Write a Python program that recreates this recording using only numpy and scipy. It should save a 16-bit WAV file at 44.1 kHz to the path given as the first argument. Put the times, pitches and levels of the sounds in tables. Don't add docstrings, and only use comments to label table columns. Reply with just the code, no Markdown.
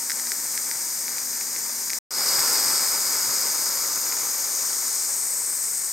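import sys
import numpy as np
from scipy.fft import rfft, irfft
from scipy.io import wavfile
from scipy.ndimage import uniform_filter1d, map_coordinates

SR = 44100
rng = np.random.default_rng(int(sys.argv[2]) if len(sys.argv) > 2 else 0)


def wav_record(signal):
    frames = np.transpose(np.atleast_2d(signal))
    bounded = np.clip(frames, -1, 1)
    quanta = np.round(bounded * 32767).astype(np.int16)
    wavfile.write(sys.argv[1], SR, quanta)


N = 261072
TIME = np.arange(N) / SR
FREQ = np.maximum(np.arange(N // 2 + 1) * SR / N, 1)
MUTE_FROM_S, MUTE_TO_S = 1.9875, 2.1072


def from_db(db):
    return 10 ** (np.asarray(db) / 20)


def unit_power(x):
    return x / np.sqrt(np.mean(x ** 2) + 1e-20)


def automation(rows):
    times, *columns = np.transpose(rows)
    return [np.interp(TIME, times, column) for column in columns]


def curve(points):
    hz, value = np.transpose(points)
    return np.interp(np.log(FREQ), np.log(hz), value)


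def drift(rate_hz):
    return unit_power(irfft(rfft(rng.standard_normal(N)) / (1 + (FREQ / rate_hz) ** 2), N))


def flutter(depth_db, rate_hz):
    return from_db(depth_db * drift(rate_hz))


def grains(per_s, spread_db):
    sizes = from_db(spread_db * np.minimum(rng.exponential(1, (2, N)), 4))
    return unit_power(sizes * rng.standard_normal((2, N)) * (rng.random((2, N)) < per_s / SR))


def around(bearing, centre_deg, width_deg):
    return np.exp(-((bearing - centre_deg) / width_deg) ** 2)


# f/Hz, correlation
PORT_LIKENESS = [(30, .4), (70, .5), (130, .85), (300, .98), (1000, .998), (1500, .9998), (3400, .998),
                 (4200, .88), (5000, .93), (6000, .88), (7200, .97), (8600, .88), (9750, .68), (10700, .9),
                 (15000, .9)]
# f/Hz, left over right/dB
PORT_BALANCE = [(100, -.7), (1000, 0), (3600, 0), (4150, -3), (4700, 3.3), (5800, 1), (6600, 3),
                (7500, 1.3), (8600, 4.8), (10500, 2.3), (14000, 2.8)]
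# f/Hz, left lead/rad
PORT_LEAD = [(3800, 0), (4350, -.8), (5200, -.05), (6200, -.3), (7200, 0), (8200, -.35), (9800, .2),
             (14000, .25)]

def stereo(streams, eq):
    mid, side = rfft(streams) * eq
    likeness = np.clip(curve(PORT_LIKENESS), 0, 1)
    sign = np.array([[1], [-1]])
    pair = np.sqrt(1 + likeness) * mid + np.sqrt(1 - likeness) * side * sign
    balance = from_db(sign * curve(PORT_BALANCE) / 2)
    lead = np.exp(.5j * sign * curve(PORT_LEAD))
    return unit_power(irfft(pair * balance * lead, N))


# t/s, level/dB, half-width/s
AIR_PUFFS = [(2.396, -46, 0.02), (2.678, -53, 0.04), (3.288, -47.5, 0.018)]
# f/Hz, level/dB
DRAUGHT_EQ = [(10, -20), (60, -8), (130, -7), (250, -8), (500, -34)]

def draught():
    envelope = sum(from_db(db) * np.exp(-.5 * ((TIME - t) / width) ** 2) for t, db, width in AIR_PUFFS)
    return envelope * stereo(rng.standard_normal((2, N)), from_db(curve(DRAUGHT_EQ)))


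# f/Hz, starting level/dB
HUM_PARTIALS = [(235, -58), (292, -62), (935, -58)]

def hose_hum():
    hum = np.zeros(N)
    for hz, db in HUM_PARTIALS:
        phase = 2 * np.pi * np.cumsum(hz * (1 + 0.01315 * drift(rate_hz=9.5))) / SR
        hum += from_db(db) * np.sqrt(2) * np.sin(phase) * flutter(depth_db=3, rate_hz=8.2)
    return hum * from_db(-1.8 * TIME) * (TIME < MUTE_FROM_S)


# f/Hz, level/dB
PATTER_BEHIND_EQ = [(15, -47.5), (60, -11.5), (130, -5), (330, -0.5), (580, 1), (670, -6), (780, 2.5),
                    (1300, 2), (1700, 3.5), (2220, 4), (2600, -6), (3200, -14.5), (4500, -17)]
# f/Hz, level/dB
PATTER_BESIDE_EQ = [(15, -35), (60, -18), (170, -9.5), (280, -4.5), (570, -1), (680, -7), (820, 0.5),
                    (1350, 1.5), (1850, -3), (2250, -1), (2600, -10.5), (3200, -16), (3800, -9),
                    (5000, -67)]

def patter(near_db, behind):
    rear = stereo(grains(per_s=16000, spread_db=2), from_db(curve(PATTER_BEHIND_EQ)))
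    side = stereo(grains(per_s=14000, spread_db=1.6), from_db(curve(PATTER_BESIDE_EQ)))
    wash = np.sqrt(behind) * from_db(-37) * rear + np.sqrt(1 - behind) * from_db(-38.5) * side
    return from_db(near_db) * wash * flutter(depth_db=0.66, rate_hz=20)


def pan_treble(x, left_db):
    treble = 1 / (1 + (4000 / FREQ) ** 16)
    change = from_db(left_db * np.array([[.5], [-.5]])) - 1
    return x + irfft(rfft(change * x) * treble, N)


# f/Hz, level/dB
MIST_EQ = [(3000, -82), (9000, -27), (10200, -12), (10850, -11), (11500, -11), (12000, -6.5), (12700, 0),
           (13400, -3), (14300, -5), (14900, -15.5), (15700, -14.5)]

def mist(near_db, behind):
    fizz = stereo(grains(per_s=26000, spread_db=2), from_db(curve(MIST_EQ)))
    fizz *= flutter(depth_db=.5, rate_hz=54)
    gain = from_db(-32 + 0.49 * near_db)
    return pan_treble(gain * fizz, left_db=3.4 * (.4 - behind))


# t/s, pop peak before EQ/dB
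AIR_POCKETS = [(0.098, -20), (0.105, -20), (0.1177, -20), (0.1974, -25.5), (0.2706, -25), (0.3186, -17.5),
               (0.577, -19), (0.7133, -20.5), (1.0809, -23), (1.1829, -22.5), (1.4112, -25), (1.5623, -24),
               (1.8968, -27), (1.9029, -19.5), (1.933, -20), (4.1235, -23.5)]
# f/Hz, level/dB
CRACK_EQ = [(800, -39), (2400, -12.5), (3400, -8.5), (4300, -8), (5200, 3), (6200, -6.5), (7000, -10),
            (9300, -11.5), (11000, -8), (15000, -26.5)]

def spits():
    rise_s, crack_over_pop_db = .0006, 13
    pops, clicks = np.zeros(N), np.zeros(N)
    for t, db in AIR_POCKETS:
        hz = min(1833 + 300 * t, 2200)
        peak = int((t + rise_s) * SR)
        span = np.arange(peak - SR // 200, peak + SR // 200)
        cycles = (span - peak) / SR * hz
        pops[span] += from_db(db) * np.exp(-.5 * (cycles / 0.83) ** 2) * np.cos(2 * np.pi * cycles)
        clicks[peak - int(SR / hz / 4)] = from_db(db + crack_over_pop_db)
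    crack_eq = from_db(curve(CRACK_EQ))
    crack_spectrum = rfft(clicks) * crack_eq / irfft(crack_eq, N).max()
    port_dip = from_db(-6 * np.exp(-((FREQ - 3100) / 650) ** 4))
    return irfft((rfft(pops) + crack_spectrum) * port_dip, N)


def rim_shadow(x, bearing):
    lows = irfft(rfft(x) / (1 + (FREQ / 6950) ** 20), N)
    duck_db = -3.5 * around(bearing, centre_deg=133, width_deg=15)
    return x + lows * (from_db(duck_db) - 1)


# t/s, delay/ms
ARM_DELAY = [(0, 1.523), (.45, 1.488), (1.2, 1.44), (2.0, 1.48), (2.1, .75), (5.9, .72)]

def arm_comb(x, behind):
    delay_ms, = automation(ARM_DELAY)
    read_at = (TIME - delay_ms / 1000) * SR
    reflection = np.array([map_coordinates(channel, [read_at], order=3) for channel in x])
    return x + 0.12 * behind * reflection


# f/Hz, width/Hz
NOZZLE_BANDS = [(5010, 840), (6650, 1200), (8120, 1500)]
# peak gain/dB, aim/deg, spacing/deg, dip between/dB
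NOZZLE_LOBES = [(3.5, 37.7, 187.5, 24.5), (-0.5, 74, 132, 16), (2, 51, 86, 21.5)]

def nozzle_tones(bearing):
    tones = []
    for (hz, width_hz), (peak_db, aim, spacing, dip_db) in zip(NOZZLE_BANDS, NOZZLE_LOBES):
        resonance = 1 / (1 + 1j * (FREQ ** 2 - hz ** 2) / (FREQ * width_hz)) ** 2
        beam = from_db(peak_db - dip_db * np.sin(np.pi * (bearing - aim) / spacing) ** 2)
        tones.append(beam * stereo(grains(per_s=32000, spread_db=1), resonance))
    return tones


# f/Hz, level/dB
HISS_EQ = [(1000, -68), (2800, -26.5), (3400, -21.5), (4200, -11), (4800, -3.5), (5700, -0.5), (6300, 1),
           (6700, 2.5), (7300, -1), (8700, 0), (9500, -1.5), (10200, -21.5), (11500, -27), (14000, -48)]

def nozzle_hiss(bearing, near_db, behind):
    body = stereo(grains(per_s=42000, spread_db=0), from_db(curve(HISS_EQ)))
    low, middle, high = nozzle_tones(bearing)
    tones = low * flutter(depth_db=1, rate_hz=110) + middle + high
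    hiss = (from_db(2.5) * body + from_db(-1) * tones) * flutter(depth_db=0.68, rate_hz=190)
    hiss = arm_comb(rim_shadow(hiss, bearing), behind)
    mouth_swell_db = 4 * around(bearing, centre_deg=114, width_deg=27.4)
    slit_gain, sheet_gain = from_db(-32.5 + mouth_swell_db), from_db(-35.5 + near_db)
    hiss *= np.hypot(slit_gain, sheet_gain)
    return pan_treble(hiss, left_db=-0.25 - .17 * near_db)


# t/s, bearing from the jet's axis/deg, distance from the fan/m
MIC_PATH = [(0, 153, 1.98), (.7, 151, 1.95), (1.2, 171, 2.02), (1.99, 175, 2.05), (2.1, 39, 0.5),
            (2.55, 43, 0.5), (3.0, 62, 0.74), (3.7, 64.5, 0.9), (4.3, 82, 1.11), (4.85, 110, 1.45),
            (5.2, 127.5, 1.83), (5.9, 145, 2.4)]

def scene():
    bearing, distance = automation(MIC_PATH)
    near_db = -20 * np.log10(distance)
    behind = .5 + .5 * np.tanh((bearing - 126) / 27)
    spray = nozzle_hiss(bearing, near_db, behind) + mist(near_db, behind) + patter(near_db, behind)
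    return spray + spits() + hose_hum() + draught()


def record(dry):
    swell_db, swell_s, cutoff_hz = 10.5, 0.067, 15780
    swell = from_db(-swell_db * np.exp(-np.maximum(TIME - MUTE_TO_S, 0) / swell_s))
    fader = uniform_filter1d((TIME < MUTE_FROM_S) + swell * (TIME > MUTE_TO_S), size=24)
    high_cut = 1 / np.sqrt(1 + (FREQ / cutoff_hz) ** 400)
    return irfft(rfft(dry * fader) * high_cut, N)


dry = scene()
out = record(dry)
wav_record(out)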